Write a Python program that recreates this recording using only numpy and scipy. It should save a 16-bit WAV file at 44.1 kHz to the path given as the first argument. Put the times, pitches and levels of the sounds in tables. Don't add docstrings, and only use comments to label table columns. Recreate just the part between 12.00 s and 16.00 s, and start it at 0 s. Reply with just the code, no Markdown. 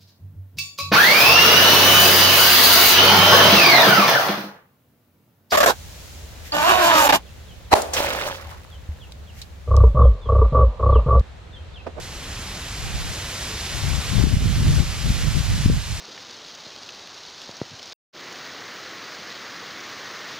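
import sys
import numpy as np
from scipy import signal
from scipy.io import wavfile
from scipy.ndimage import map_coordinates

SR = 44100
rng = np.random.default_rng(int(sys.argv[2]) if len(sys.argv) > 2 else 0)


def wav_record(signal):
    frames = np.transpose(np.atleast_2d(signal))
    bounded = np.clip(frames, -1, 1)
    quanta = np.round(bounded * 32767).astype(np.int16)
    wavfile.write(sys.argv[1], SR, quanta)


N = 176400

# f/Hz, relative level/dB
LEAF_SPECTRUM = [(300, -10), (800, -10), (1400, -5.5), (2200, -4.5), (3200, -3.5), (4600, -4.4), (6600, -7),
                 (9000, -14), (11000, -17.5), (13000, -17), (15500, -33)]


def from_db(db):
    return 10 ** (np.asarray(db) / 20)


def rms_one(x):
    return x / np.sqrt(np.mean(x ** 2) + 1e-20)


def in_time(rows):
    return np.interp(np.arange(N) / SR, *np.transpose(rows))


def at_hz(points, hz):
    freqs, values = np.transpose(points)
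    return np.interp(np.log(hz), np.log(freqs), values)


def drift(rate_hz):
    hop, run_in = 40, 2000
    pole = np.exp(-2 * np.pi * rate_hz * hop / SR)
    white = rng.standard_normal(N // hop + run_in + 2)
    slow = signal.lfilter([1], [1, -2 * pole, pole * pole], white)[run_in:]
    return np.interp(np.arange(N) / hop, np.arange(len(slow)), rms_one(slow))


def noise_bands(spectrum):
    edges = 17 * 2 ** (np.arange(26) * .4)
    bands = [(lo, hi, np.sqrt(lo * hi)) for lo, hi in zip(edges, edges[1:])
             if hi > spectrum[0][0] and lo < spectrum[-1][0]]
    gains = np.array([from_db(at_hz(spectrum, hz)) * np.sqrt(hi - lo) for lo, hi, hz in bands])
    white = rng.standard_normal((2, 2, N + SR // 2))
    for k, (lo, hi, hz) in enumerate(bands):
        bandpass = signal.butter(3, [lo, hi], btype="band", fs=SR, output="sos")
        band = signal.sosfilt(bandpass, white[k % 2])[:, -N:]
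        yield hz, rms_one(band) * gains[k] / np.linalg.norm(gains)


def stereo(pair, correlation, pan_db=0):
    alike, sides = np.clip(correlation, -1, 1), np.array([[1], [-1]])
    mid = np.sqrt(1 + alike) * pair[0]
    side = np.sqrt(1 - alike) * pair[1]
    return (mid + sides * side) * from_db(sides * pan_db / 2) / np.sqrt(2)


def traffic():
    # f/Hz, relative level/dB
    spectrum = [(22, -10), (45, 1), (70, 1.5), (125, -5.5), (180, -9.5), (280, -16), (500, -17.5),
                (900, -18.5), (1500, -22.5), (3000, -27)]
    # t/s, level/dB
    swell = [(0, -37), (.4, -35.5), (1.3, -35.5), (2.2, -33.5), (3.2, -36), (4, -39.5)]
    # f/Hz, left-right correlation
    correlation = [(30, 1), (100, 0.99), (300, 0.97), (1500, 0.72)]
    flicker_db = 1.17
    roar = sum(stereo(pair, at_hz(correlation, hz)) * from_db(flicker_db * drift(rate_hz=6))
               for hz, pair in noise_bands(spectrum))
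    return from_db(in_time(swell)) * roar


def leaf_ticks(pitches=12):
    ticks_per_s, spread_db, scatter_db = 970, 1.5, 5.5
    ring_cycles = 7.8
    out = np.zeros((2, N))
    for hz in np.geomspace(1800, 10000, pitches):
        onset, size, sign = rng.random((int(ticks_per_s * N / SR / pitches), 3)).T
        accent_db = spread_db * np.minimum(-np.log(1 - size), 5)
        clicks = np.zeros(N)
        clicks[(onset * N).astype(int)] = from_db(accent_db) * np.sign(sign - .5)
        decay = from_db(-60 * hz / (ring_cycles * SR))
        resonator = [1, -2 * decay * np.cos(2 * np.pi * hz / SR), decay * decay]
        grains = rms_one(signal.lfilter([1, 0, -1], resonator, clicks + 1e-18))
        pan_db = np.array([[1], [-1]]) * scatter_db * drift(rate_hz=41)
        out += grains * np.sqrt(hz) * from_db(at_hz(LEAF_SPECTRUM, hz) + pan_db)
    return rms_one(out)


def leaves():
    # t/s, level/dB
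    breeze = [(0, -39), (.5, -36), (1.0, -34), (1.4, -32), (2.1, -31), (2.65, -30.5), (3.0, -30.5),
              (3.3, -32.5), (3.62, -32), (4, -33.5)]
    # f/Hz, left-right correlation
    correlation = [(400, 0.99), (1200, 0.88), (2200, 0.79), (3500, 0.93), (5500, 0.73), (9000, 0.067),
                   (14000, 0.078)]
    # f/Hz, left minus right/dB
    balance = [(400, -1.5), (1300, -2), (2400, -4), (4400, 0.4), (8000, -2.7), (14000, 4)]
    flicker_db, flutter_db, tick_db = .66, .44, -13
    lag_s = .00004
    hiss = 0
    for hz, pair in noise_bands(LEAF_SPECTRUM):
        band = stereo(pair, at_hz(correlation, hz), at_hz(balance, hz))
        hiss += band * from_db(flicker_db * drift(rate_hz=24))
    swell = from_db(in_time(breeze) + flutter_db * drift(rate_hz=24))
    left, right = swell * (hiss + from_db(tick_db) * leaf_ticks())
    late_left = map_coordinates(left, [np.arange(N) - lag_s * SR], order=3, mode="nearest")
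    return np.array([late_left, right])


def port_wind():
    # t/s, level/dB
    draught = [(0, -42.5), (1.55, -80), (1.9, -38), (2.4, -23), (3.4, -29), (4, -29)]
    # t/s, length/s, level/dB, port
    gusts = [(0.797, 0.32, -31.5, "left"), (0.846, 0.252, -27.5, "right"), (1.72, 0.1, -28.5, "left"),
             (1.836, 0.15, -18, "left"), (1.843, 0.029, -24, "right"), (2.116, 0.1, -14, "left"),
             (2.186, 0.16, -13, "left"), (2.224, 0.25, -20.5, "right"), (2.408, 0.12, -14.5, "right"),
             (2.422, 0.073, -18, "left"), (2.544, 0.14, -15, "right"), (2.57, 0.091, -15.5, "left"),
             (2.669, 0.055, -12, "right"), (2.666, .16, -12, "left"), (2.74, 0.19, -25.5, "right"),
             (2.945, 0.13, -25, "left"), (3.042, 0.067, -15, "left"), (3.043, 0.28, -21.5, "right"),
             (3.21, 0.066, -25, "left"), (3.245, 0.042, -15, "right"), (3.351, 0.046, -13, "left"),
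             (3.43, 0.077, -27.5, "right"), (3.486, 0.13, -17.5, "right"), (3.507, 0.054, -18.5, "left"),
             (3.653, 0.082, -12, "left"), (3.678, 0.099, -15, "right"), (3.893, 0.018, -21, "right")]
    # f/Hz, relative level/dB
    spectrum = [(20, -18), (40, 1), (65, 2.5), (95, -1), (128, 0), (170, -8.5), (230, -13.5), (380, -31),
                (600, -37.5), (1000, -54)]
    attack_s, release_s, reference_db = .011, .021, -14.5
    bright_from_hz, brightening = 125, .71
    eddy_db_per_octave = 2.5
    t = np.arange(N) / SR
    power = np.tile(from_db(in_time(draught)) ** 2, (2, 1))
    for start, length, db, port in gusts:
        fade = np.maximum(start - t, 0) / attack_s + np.maximum(t - start - length, 0) / release_s
        power[int(port == "right")] += (from_db(db) * np.exp(-np.minimum(fade, 20))) ** 2
    flow_db = 10 * np.log10(power) - reference_db
    eddies = np.tanh([drift(rate_hz=31), drift(rate_hz=31)])
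    tilt_db = brightening * flow_db + eddy_db_per_octave * eddies
    rumble = 0
    for hz, pair in noise_bands(spectrum):
        octaves = max(np.log2(hz / bright_from_hz), 0)
        rumble += pair * from_db(flow_db + tilt_db * octaves)
    return from_db(reference_db) * rumble


def eddy_thumps():
    # t/s, left level/dB, right level/dB, width/s
    hits = [(2.168, -4.5, -34, 0.0045), (2.186, -2.5, -28, 0.0076), (2.202, -8, -36, 0.0026),
            (2.24, 0, -30, 0.0024), (2.271, -3, -23, 0.0024), (2.34, 1.5, -28, 0.004),
            (2.37, -22, -0.5, 0.0043), (2.458, -20, -5, 0.0027), (2.691, -8, -17, 0.0032),
            (2.804, -2.5, -30, 0.0052), (3.105, -3, -28, 0.0033), (3.661, -1.5, -4, 0.003),
            (3.70, -2.5, -13, 0.0018)]
    out = np.zeros((2, N))
    for centre_s, left_db, right_db, width_s in hits:
        offset = (np.arange(N) / SR - centre_s) / width_s
        dip = (3 * offset ** 2 - 1) / (1 + offset ** 2) ** 3
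        out += from_db([[left_db], [right_db]]) * dip
    return out


def scene():
    bed = traffic()
    ceiling = from_db(-4)
    rumble = ceiling * np.tanh(port_wind() / ceiling)
    return bed + rumble + eddy_thumps() + leaves()


def record(dry):
    threshold_db, attack_s, release_db_per_s, cutoff_hz = -3.4, .008, 9, 15400
    peak_db = 20 * np.log10(np.abs(dry).max(axis=0) + 1e-9)
    over_db = np.maximum(peak_db - threshold_db, 0)
    release_ramp = release_db_per_s * np.arange(N) / SR
    held_db = np.maximum.accumulate(over_db + release_ramp) - release_ramp
    pole = np.exp(-1 / (attack_s * SR))
    duck_db = signal.lfilter([1 - pole], [1, -pole], held_db)
    ducked = dry * from_db(-duck_db)
    clipped = ducked / (1 + ducked ** 8) ** (1 / 8)
    high_cut = signal.ellip(12, .1, 80, cutoff_hz, fs=SR, output="sos")
    return signal.sosfilt(high_cut, clipped)


dry = scene()
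out = record(dry)
wav_record(out)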